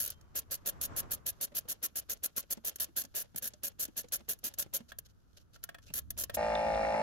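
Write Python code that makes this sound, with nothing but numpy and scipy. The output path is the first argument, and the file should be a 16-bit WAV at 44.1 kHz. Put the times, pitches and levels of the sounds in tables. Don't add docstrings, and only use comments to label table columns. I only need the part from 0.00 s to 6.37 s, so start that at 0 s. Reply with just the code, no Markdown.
import sys
import numpy as np
from scipy import signal
from scipy.fft import rfft, irfft
from scipy.io import wavfile

SR = 44100
rng = np.random.default_rng(int(sys.argv[2]) if len(sys.argv) > 2 else 0)


def waveform_to_disk(signal):
    frames = np.transpose(np.atleast_2d(signal))
    scaled = np.clip(frames, -1, 1) * 32767
    samples = np.round(scaled).astype(np.int16)
    wavfile.write(sys.argv[1], SR, samples)


N = 280917
TIME = np.arange(N) / SR
TOP_HZ = 15800
CHATTER_S = .003


def amp(db):
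    return 10 ** (np.asarray(db) / 20)


def unit(x):
    return x / np.sqrt(np.sum(x ** 2, axis=-1, keepdims=True))


def add(track, start_s, sound):
    i = max(int(start_s * SR), 0)
    part = sound[:, :max(N - i, 0)]
    track[:, i:i + part.shape[1]] += part


def through(x, response):
    return signal.oaconvolve(np.atleast_2d(x), np.atleast_2d(response), axes=1)[:, :N]


def colour(points, peaks=(), size=4096):
    hz, db = np.transpose(points)
    f = np.maximum(np.arange(size // 2 + 1) * SR / size, 1)
    power = amp(np.interp(np.log(f), np.log(hz), db)) ** 2
    for centre, width, peak_db in peaks:
        detuning = (f - centre) / width * 2
        power = power + (amp(peak_db) / (1 + detuning ** 2)) ** 2
    cepstrum = irfft(np.log(power) / 2)
    cepstrum[1:size // 2] *= 2
    cepstrum[size // 2 + 1:] = 0
    return unit(irfft(np.exp(rfft(cepstrum))))


def fade(t, t60):
    return np.exp(-np.log(1000) * t / t60)


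def onset(t, rise_s):
    return 1 - np.exp(-(t / rise_s) ** 2)


def ring(t60, rise_s=1e-5, size=4096):
    t = TIME[:size]
    return unit(rng.standard_normal((2, size)) * fade(t, t60) * onset(t, rise_s))


def noise(points):
    return through(rng.standard_normal((2, N)), colour(points))


def hump(start_s, length_s):
    out, span = np.zeros(N), slice(*np.searchsorted(TIME, [start_s, start_s + length_s]))
    out[span] = np.sin(np.pi * (TIME[span] - start_s) / length_s)
    return out


def wander(rate):
    values = rng.standard_normal(1000)
    return np.interp(TIME * rate, np.arange(len(values)), values)


def grit():
    slips = np.repeat(amp(3 * rng.standard_normal(N // 100 + 1)), 100)[:N]
    return unit(slips * rng.standard_normal((2, N))) * np.sqrt(N)


def contact(t60, rise_s, count=48, size=1024):
    t = TIME[:size]
    hz = (np.arange(count) + rng.random(count)) * TOP_HZ / count
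    real, imaginary = rng.standard_normal((2, 2, count))
    modes = np.zeros((2, size // 2 + 1), complex)
    modes[:, (hz * size / SR).astype(int)] = real + 1j * imaginary
    return unit(irfft(modes) * fade(t, t60) * onset(t, rise_s))


def steel(body, snap_db=-11, snap_t60=0.0011):
    contact_t60, own = .012, .95
    snap = np.roll(ring(snap_t60, size=1024), int(CHATTER_S * SR), axis=1)
    return unit(body + own * contact(contact_t60, CHATTER_S)) + amp(snap_db) * snap


COAST_HZ, COAST_S = 153.3, .12
COAST_DB, COAST_BODY_DB, COAST_SAG_DB_PER_S = -23, -8.5, 53


def coasting_clicks(scatter_db=1.4):
    teeth = COAST_HZ * COAST_S / 2
    when = COAST_S * (1 - np.sqrt(1 - np.arange(teeth) / teeth))
    clicks = []
    for s in when:
        db = COAST_DB - COAST_SAG_DB_PER_S * s + scatter_db * rng.standard_normal()
        clicks.append((s, db, COAST_BODY_DB))
    return clicks


# (time [s], treble level [dB], body relative to treble [dB])
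PAWL_CLICKS = [(.2113, -61, 7.5), (2.4272, -66, 17), (2.5713, -64, 13), (2.694, -32, -1.5),
               (2.7588, -33.5, -4), (2.843, -31.5, 0), (3.018, -33, 1), (3.0375, -42, -1),
               (3.0503, -47, 7.5), (3.3604, -26.5, -8.5), (3.3827, -25.5, -14), (3.475, -25.5, -9.5),
               (3.5366, -65, 23.5), (3.68, -30, -5.5), (3.8517, -31.5, -1), (3.8791, -59, 5),
               (4.0853, -58.5, 9.5), (4.3326, -33, -4.5), (4.3886, -51, -5), (4.539, -43.5, 3.5),
               (4.6245, -30.5, 0), (4.7741, -36.5, -4), (4.9865, -29.5, -7), (5.6385, -28.5, -6),
               (5.9383, -25, -5.5), (6.105, -26, -8), (6.2373, -25, -3)]


def single_clicks(body, head, body_db=-1):
    out = np.zeros((2, N))
    split = signal.butter(4, 8800, fs=SR, output="sos")
    for s, db, blunt_db in coasting_clicks() + take_up_clicks() + list(PAWL_CLICKS):
        click = through(steel(body), head)
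        low = signal.sosfiltfilt(split, click)
        treble = unit(click - low)
        add(out, s - CHATTER_S / 2, amp(db) * (treble + amp(body_db + blunt_db) * unit(low)))
    return out


# (frequency [Hz], relative left level [dB], relative right level [dB])
HEAD_COLOUR = [(86.7, -15, -27.5), (325, -18.5, -11), (682, -13.5, -24.5), (784, -31.5, -28.5),
               (2175, -22.5, -26.5), (3050, -16.5, -15.5), (5020, -15.5, -14.5), (6510, -9, -7),
               (7690, -12.5, -17.5), (9370, -18.5, -18.5), (10240, -11.5, -4), (12350, -1, -2.5),
               (14370, -8, -11.5), (15540, -14, -13.5)]
# (frequency [Hz], width [Hz], relative level [dB])
HANDLE_MODES = [(574, 124, -13), (1095, 39, -16.5), (1404, 166, -16), (1668, 240, -13.5)]


def ratchet(swing_db=-4.0, click_db=16, body_t60=0.029):
    body = ring(body_t60, CHATTER_S, size=1024)
    head = [colour(np.array(HEAD_COLOUR)[:, [0, side]], HANDLE_MODES) for side in (1, 2)]
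    swings = through(back_swings(body, body_t60), head)
    return amp(swing_db) * swings + amp(click_db) * single_clicks(body, head)


def loose_handle(ring_hz=3130, ring_db=-62, ring_t60=.4, size=16000):
    out, t = np.zeros((2, N)), TIME[:size]
    for s, db, _ in coasting_clicks():
        tone = np.sin(2 * np.pi * (ring_hz * t + rng.random((2, 1))))
        add(out, s, amp(ring_db + db - COAST_DB) * fade(t, ring_t60) * tone)
    return out


# (time [s], length [s], level [dB])
STEEL_SLIDES = [(0, .15, -51.5), (2.784, .0094, -53), (4.881, .036, -55), (5.048, 0.024, -60),
                (5.086, 0.037, -70.5), (5.366, 0.021, -56.5), (5.382, 0.053, -73), (5.529, 0.041, -60),
                (5.628, 0.018, -54), (5.818, 0.034, -63.5), (5.853, .049, -61)]
# (frequency [Hz], relative level [dB])
SLIDING_COLOUR = [(150, -19), (600, 6.5), (900, -15.5), (1500, 5), (2100, -6.5), (2900, 3), (6300, 5),
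                  (8800, -9.5), (12000, 0.5), (16000, -25.5)]
# (frequency [Hz], width [Hz], relative level [dB])
SQUEAK_MODES = [(2718, 480, 31), (4400, 300, 12)]
SQUEAK_SPAN = (5.877, .036)


def slides(squeak_db=-60, rub_db=-83, rub_spread_db=5, rub_rate=16):
    pressure = sum(amp(db) * hump(s, length) for s, length, db in STEEL_SLIDES)
    pressure = pressure + amp(rub_db + rub_spread_db * wander(rub_rate))
    slips = grit()
    squeak = through(slips * hump(*SQUEAK_SPAN), colour(SLIDING_COLOUR, SQUEAK_MODES))
    return through(slips * pressure, colour(SLIDING_COLOUR)) + amp(squeak_db) * squeak


# (time [s], level [dB])
CAR_LEVEL = [(0, -65.5), (.45, -68.5), (.7, -61), (.85, -52), (1.0, -50), (1.12, -54), (1.3, -66.5),
             (1.6, -68.5), (2.2, -83)]
# (frequency [Hz], relative level [dB])
CAR_SPECTRUM = [(24, -3.5), (40, -4), (93, -1.5), (321, -10.5), (911, -15.5), (1140, -12), (1730, -20.5),
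                (1890, -23), (4300, -39), (5490, -35.5), (8000, -39), (10400, -83.5), (17600, -120)]


def distant_car(gain_db=1.0, waver_db=2, waver_rate=24):
    level_db = np.interp(TIME, *np.transpose(CAR_LEVEL))
    return noise(CAR_SPECTRUM) * amp(gain_db + waver_db * wander(waver_rate) + level_db)


# (time [s], level [dB])
RUMBLE_LEVEL = [(0, -63), (.7, -61.5), (.85, -56.5), (1.4, -65), (2.4, -68.5), (3.6, -65.5), (4.8, -65),
                (5.3, -66.5), (5.9, -62), (6.05, -53), (6.37, -53)]
# (frequency [Hz], relative level [dB])
RUMBLE_SPECTRUM = [(20, -12.5), (45, -4), (72, -0.5), (110, -6), (170, -16), (300, -23), (900, -84)]


def low_rumble(gain_db=2, waver_db=1.15, waver_rate=9):
    level_db = np.interp(TIME, *np.transpose(RUMBLE_LEVEL))
    return noise(RUMBLE_SPECTRUM) * amp(gain_db + waver_db * wander(waver_rate) + level_db)


# (frequency [Hz], relative level [dB])
AIR_SPECTRUM = [(88, -30.5), (150, 9.5), (1040, -14), (1360, -6), (2180, -24.5), (6260, -26.5), (8900, -32),
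                (11000, -24), (16000, -34)]


def still_air(level_db=-72.5):
    return amp(level_db) * noise(AIR_SPECTRUM)


# (time [s], level [dB], ring pitch [Hz])
SOCKET_KNOCKS = [(0.005, -52, 1570), (0.06, -56, 1647), (4.917, -39.5, 1660), (5.558, -52, 1380),
                 (5.637, -45, 1400), (5.689, -37.5, 663), (5.744, -42, 1640), (5.783, -50.5, 1740),
                 (6.107, -52, 664), (6.295, -34, 582.6)]
# (frequency [Hz], relative level [dB], t60 [s])
RING_MODES = [(565, -13.5, 0.0434), (686, -17, 0.12), (1116, -12.5, 0.059), (1313, -5, 0.032),
              (1632, 9.5, 0.013), (1840, -7, 0.04), (2516, -13.5, 0.034), (3210, -44, 0.36),
              (3357, -3.5, 0.025), (4300, -15, 0.0085)]


def socket(knock_db=19, pitch_db=1, pitch_t60=0.041, crack_db=-3, crack_t60=0.028, scatter_db=3, size=8000):
    out, t = np.zeros((2, N)), TIME[:size]
    seat_s = .003
    crack_colour = colour([(200, -5.0), (600, -3.5), (4000, -7.0), (7000, -15.5), (15000, -14.0)])
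    for s, db, pitch_hz in SOCKET_KNOCKS:
        tone = np.zeros((2, size))
        for hz, mode_db, t60 in list(RING_MODES) + [(pitch_hz, pitch_db, pitch_t60)]:
            gain = amp(mode_db + scatter_db * rng.standard_normal())
            tone += gain * fade(t, t60) * np.sin(2 * np.pi * (hz * t + rng.random((2, 1))))
        tone = tone * onset(t, seat_s)
        crack = through(ring(crack_t60, seat_s), crack_colour)[:, :size]
        add(out, s, amp(db + knock_db) * (unit(tone) + amp(crack_db) * crack))
    return out


# (frequency [Hz], relative level [dB])
RATTLE_COLOUR = [(100, -12.5), (300, 0), (560, 5.5), (900, -5), (2100, -7), (3300, -5), (6400, -12),
                 (8800, -20.5), (12000, -15), (16000, -70)]


def play(lead_s=0.013, drag_db=-26, settle_s=0.023, settle_db=-32, scatter_db=2):
    lead_db, settling_s = -22, .045
    force = np.zeros(N)
    for start, end, db, _ in SWING_TIMES:
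        lead, drag, settle = amp(db + scatter_db * rng.standard_normal(3))
        force += lead * amp(lead_db) * hump(start - lead_s, 2 * lead_s) ** 2
        force += drag * amp(drag_db) * hump(start, end - start)
        force += settle * amp(settle_db) * hump(end + settle_s - settling_s / 2, settling_s)
    return through(force * grit(), colour(RATTLE_COLOUR, HANDLE_MODES))


TOOTH_HZ, TOOTH_SPREAD = 204.6, .1
ATTACK_S, ATTACK_DB, HOLD_SHARE = 0.0084, 3.5, 0.33


def swing_blows(start, end, db, sag_db, jitter=.15, scatter_db=2.5, rebound=.47, rebound_db=-1.5, count=32):
    late, loud, late_again, loud_again = rng.standard_normal((4, count))
    tooth_hz = TOOTH_HZ * np.exp(TOOTH_SPREAD * rng.standard_normal())
    teeth = np.arange(count)
    drops = (teeth + jitter * late * (teeth > 0)) / tooth_hz
    strikes = drops + (rebound + jitter * late_again) / tooth_hz
    age = np.concatenate([drops, strikes])
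    rising = np.clip(1 - age / ATTACK_S, 0, 1)
    slowing = np.clip((age / (end - start) - HOLD_SHARE) / (1 - HOLD_SHARE), 0, 1)
    force_db = db - ATTACK_DB * rising - sag_db * slowing
    force_db = force_db + np.concatenate([scatter_db * loud, rebound_db + scatter_db * loud_again])
    gains = amp(force_db) * np.sqrt(SR / tooth_hz)
    return [(s, gain) for s, gain in zip(start + age, gains) if s < end]


def tint(spread_db, count=14):
    hz = np.geomspace(300, TOP_HZ, count)
    return colour(np.transpose([hz, spread_db * rng.standard_normal(count)]), size=256)


# (start [s], end [s], level [dB], sag as the hand slows [dB], negative where the force grows)
SWING_TIMES = [(.355, .398, -31.5, 5.5), (.51, .556, -32, 5), (.659, .698, -31, 3.5), (0.813, .858, -33, 4),
               (.964, 1.003, -31.5, 2), (1.109, 1.148, -31.5, 4), (1.262, 1.305, -32, 7.5),
               (1.411, 1.45, -31.5, 4), (1.55, 1.59, -33.5, -1), (1.686, 1.727, -33, 4),
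               (1.826, 1.864, -33.5, -2), (1.957, 1.998, -31.5, 6.5), (2.096, 2.134, -31, 9),
               (2.233, 2.263, -31.5, 1.5), (2.363, 2.407, -31.5, 9.5), (2.504, 2.534, -33, -2),
               (2.648, 2.692, -33, 0), (2.8, 2.84, -30.5, 7), (2.963, 3.015, -32, 5.5),
               (3.15, 3.224, -32.5, 8.5), (3.367, 3.383, -40.5, -4), (3.423, 3.487, -34.5, 8),
               (3.634, 3.683, -33, 12), (3.795, 3.841, -33, 2.5), (3.966, 4.016, -32.5, 12),
               (4.122, 4.167, -31, 5), (4.288, 4.327, -30, 9.5), (4.44, 4.487, -31, 10),
               (4.586, 4.62, -30, 8.5), (4.737, 4.771, -30, 5.5), (5.945, 5.992, -37.5, -3.5),
               (6.176, 6.231, -34, 3.5), (6.342, 6.363, -30.5, 18)]


def back_swings(body, body_t60, tint_db=1.03):
    out = np.zeros((2, N))
    for swing in SWING_TIMES:
        gripped = unit(body + ring(body_t60, CHATTER_S, size=1024))
        covered = tint(tint_db)
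        for s, gain in swing_blows(*swing):
            add(out, s - CHATTER_S / 2, gain * through(steel(gripped), covered))
    return out


def take_up_clicks(delay_s=0.019, spread_s=.008, db=-68, body_db=11, scatter_db=3):
    clicks = []
    for _, end, _, _ in SWING_TIMES:
        late, loud = rng.standard_normal(2)
        clicks.append((end + delay_s + spread_s * late, db + scatter_db * loud, body_db))
    return clicks


# (time [s], level [dB], pitch [Hz])
HANDLE_BUMPS = [(1.518, -53, 582.7), (1.652, -55.5, 490), (2.572, -47, 223.4), (2.639, -56.5, 430.1),
                (2.884, -54.5, 330.3), (3.044, -52, 263.6), (3.344, -47.5, 143.3), (3.534, -56, 601.5),
                (3.882, -49, 321.5), (4.041, -49.5, 483.6), (4.204, -52, 224.3), (4.66, -49.5, 131),
                (4.803, -48, 231.8), (5.901, -51, 153.3)]


def bumps(bump_db=22, t60=0.082, thud_t60=0.051, push_s=0.0021, size=8000):
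    out, t = np.zeros((2, N)), TIME[:size]
    thud_colour = colour([(60, -11.5), (250, 6.5), (600, -1), (1000, -10.0), (4000, -17.5), (15000, -33)])
    for s, db, hz in HANDLE_BUMPS:
        tone = np.sin(2 * np.pi * (hz * t + rng.random((2, 1)) / 2))
        tone = tone * fade(t, t60) * (1 - np.exp(-t / push_s))
        thud = through(ring(thud_t60, push_s), thud_colour)[:, :size]
        add(out, s, amp(db + bump_db) * (unit(tone) + unit(thud)))
    return out


def garage(x, near_db=-18, near_t60=0.11, tail_db=-34):
    near_colour = colour([(100, 6.5), (600, 1), (3000, 3.0), (8000, -20.0), (16000, -43.5)])
    tail_colour = colour([(100, 0), (1400, 4), (3200, 0), (6500, -5), (12000, -13), (16000, -22)])
    near = through(ring(near_t60), near_colour)
    tail = through(ring(.9, size=40000), tail_colour)
    return x + amp(near_db) * through(x, near) + amp(tail_db) * through(x, tail)


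def scene():
    tool = ratchet() + loose_handle() + slides() + socket() + play() + bumps()
    return garage(tool) + distant_car() + low_rumble() + still_air()


def record(dry):
    return signal.sosfilt(signal.ellip(10, .2, 70, TOP_HZ, fs=SR, output="sos"), dry)


dry = scene()
out = record(dry)
waveform_to_disk(out)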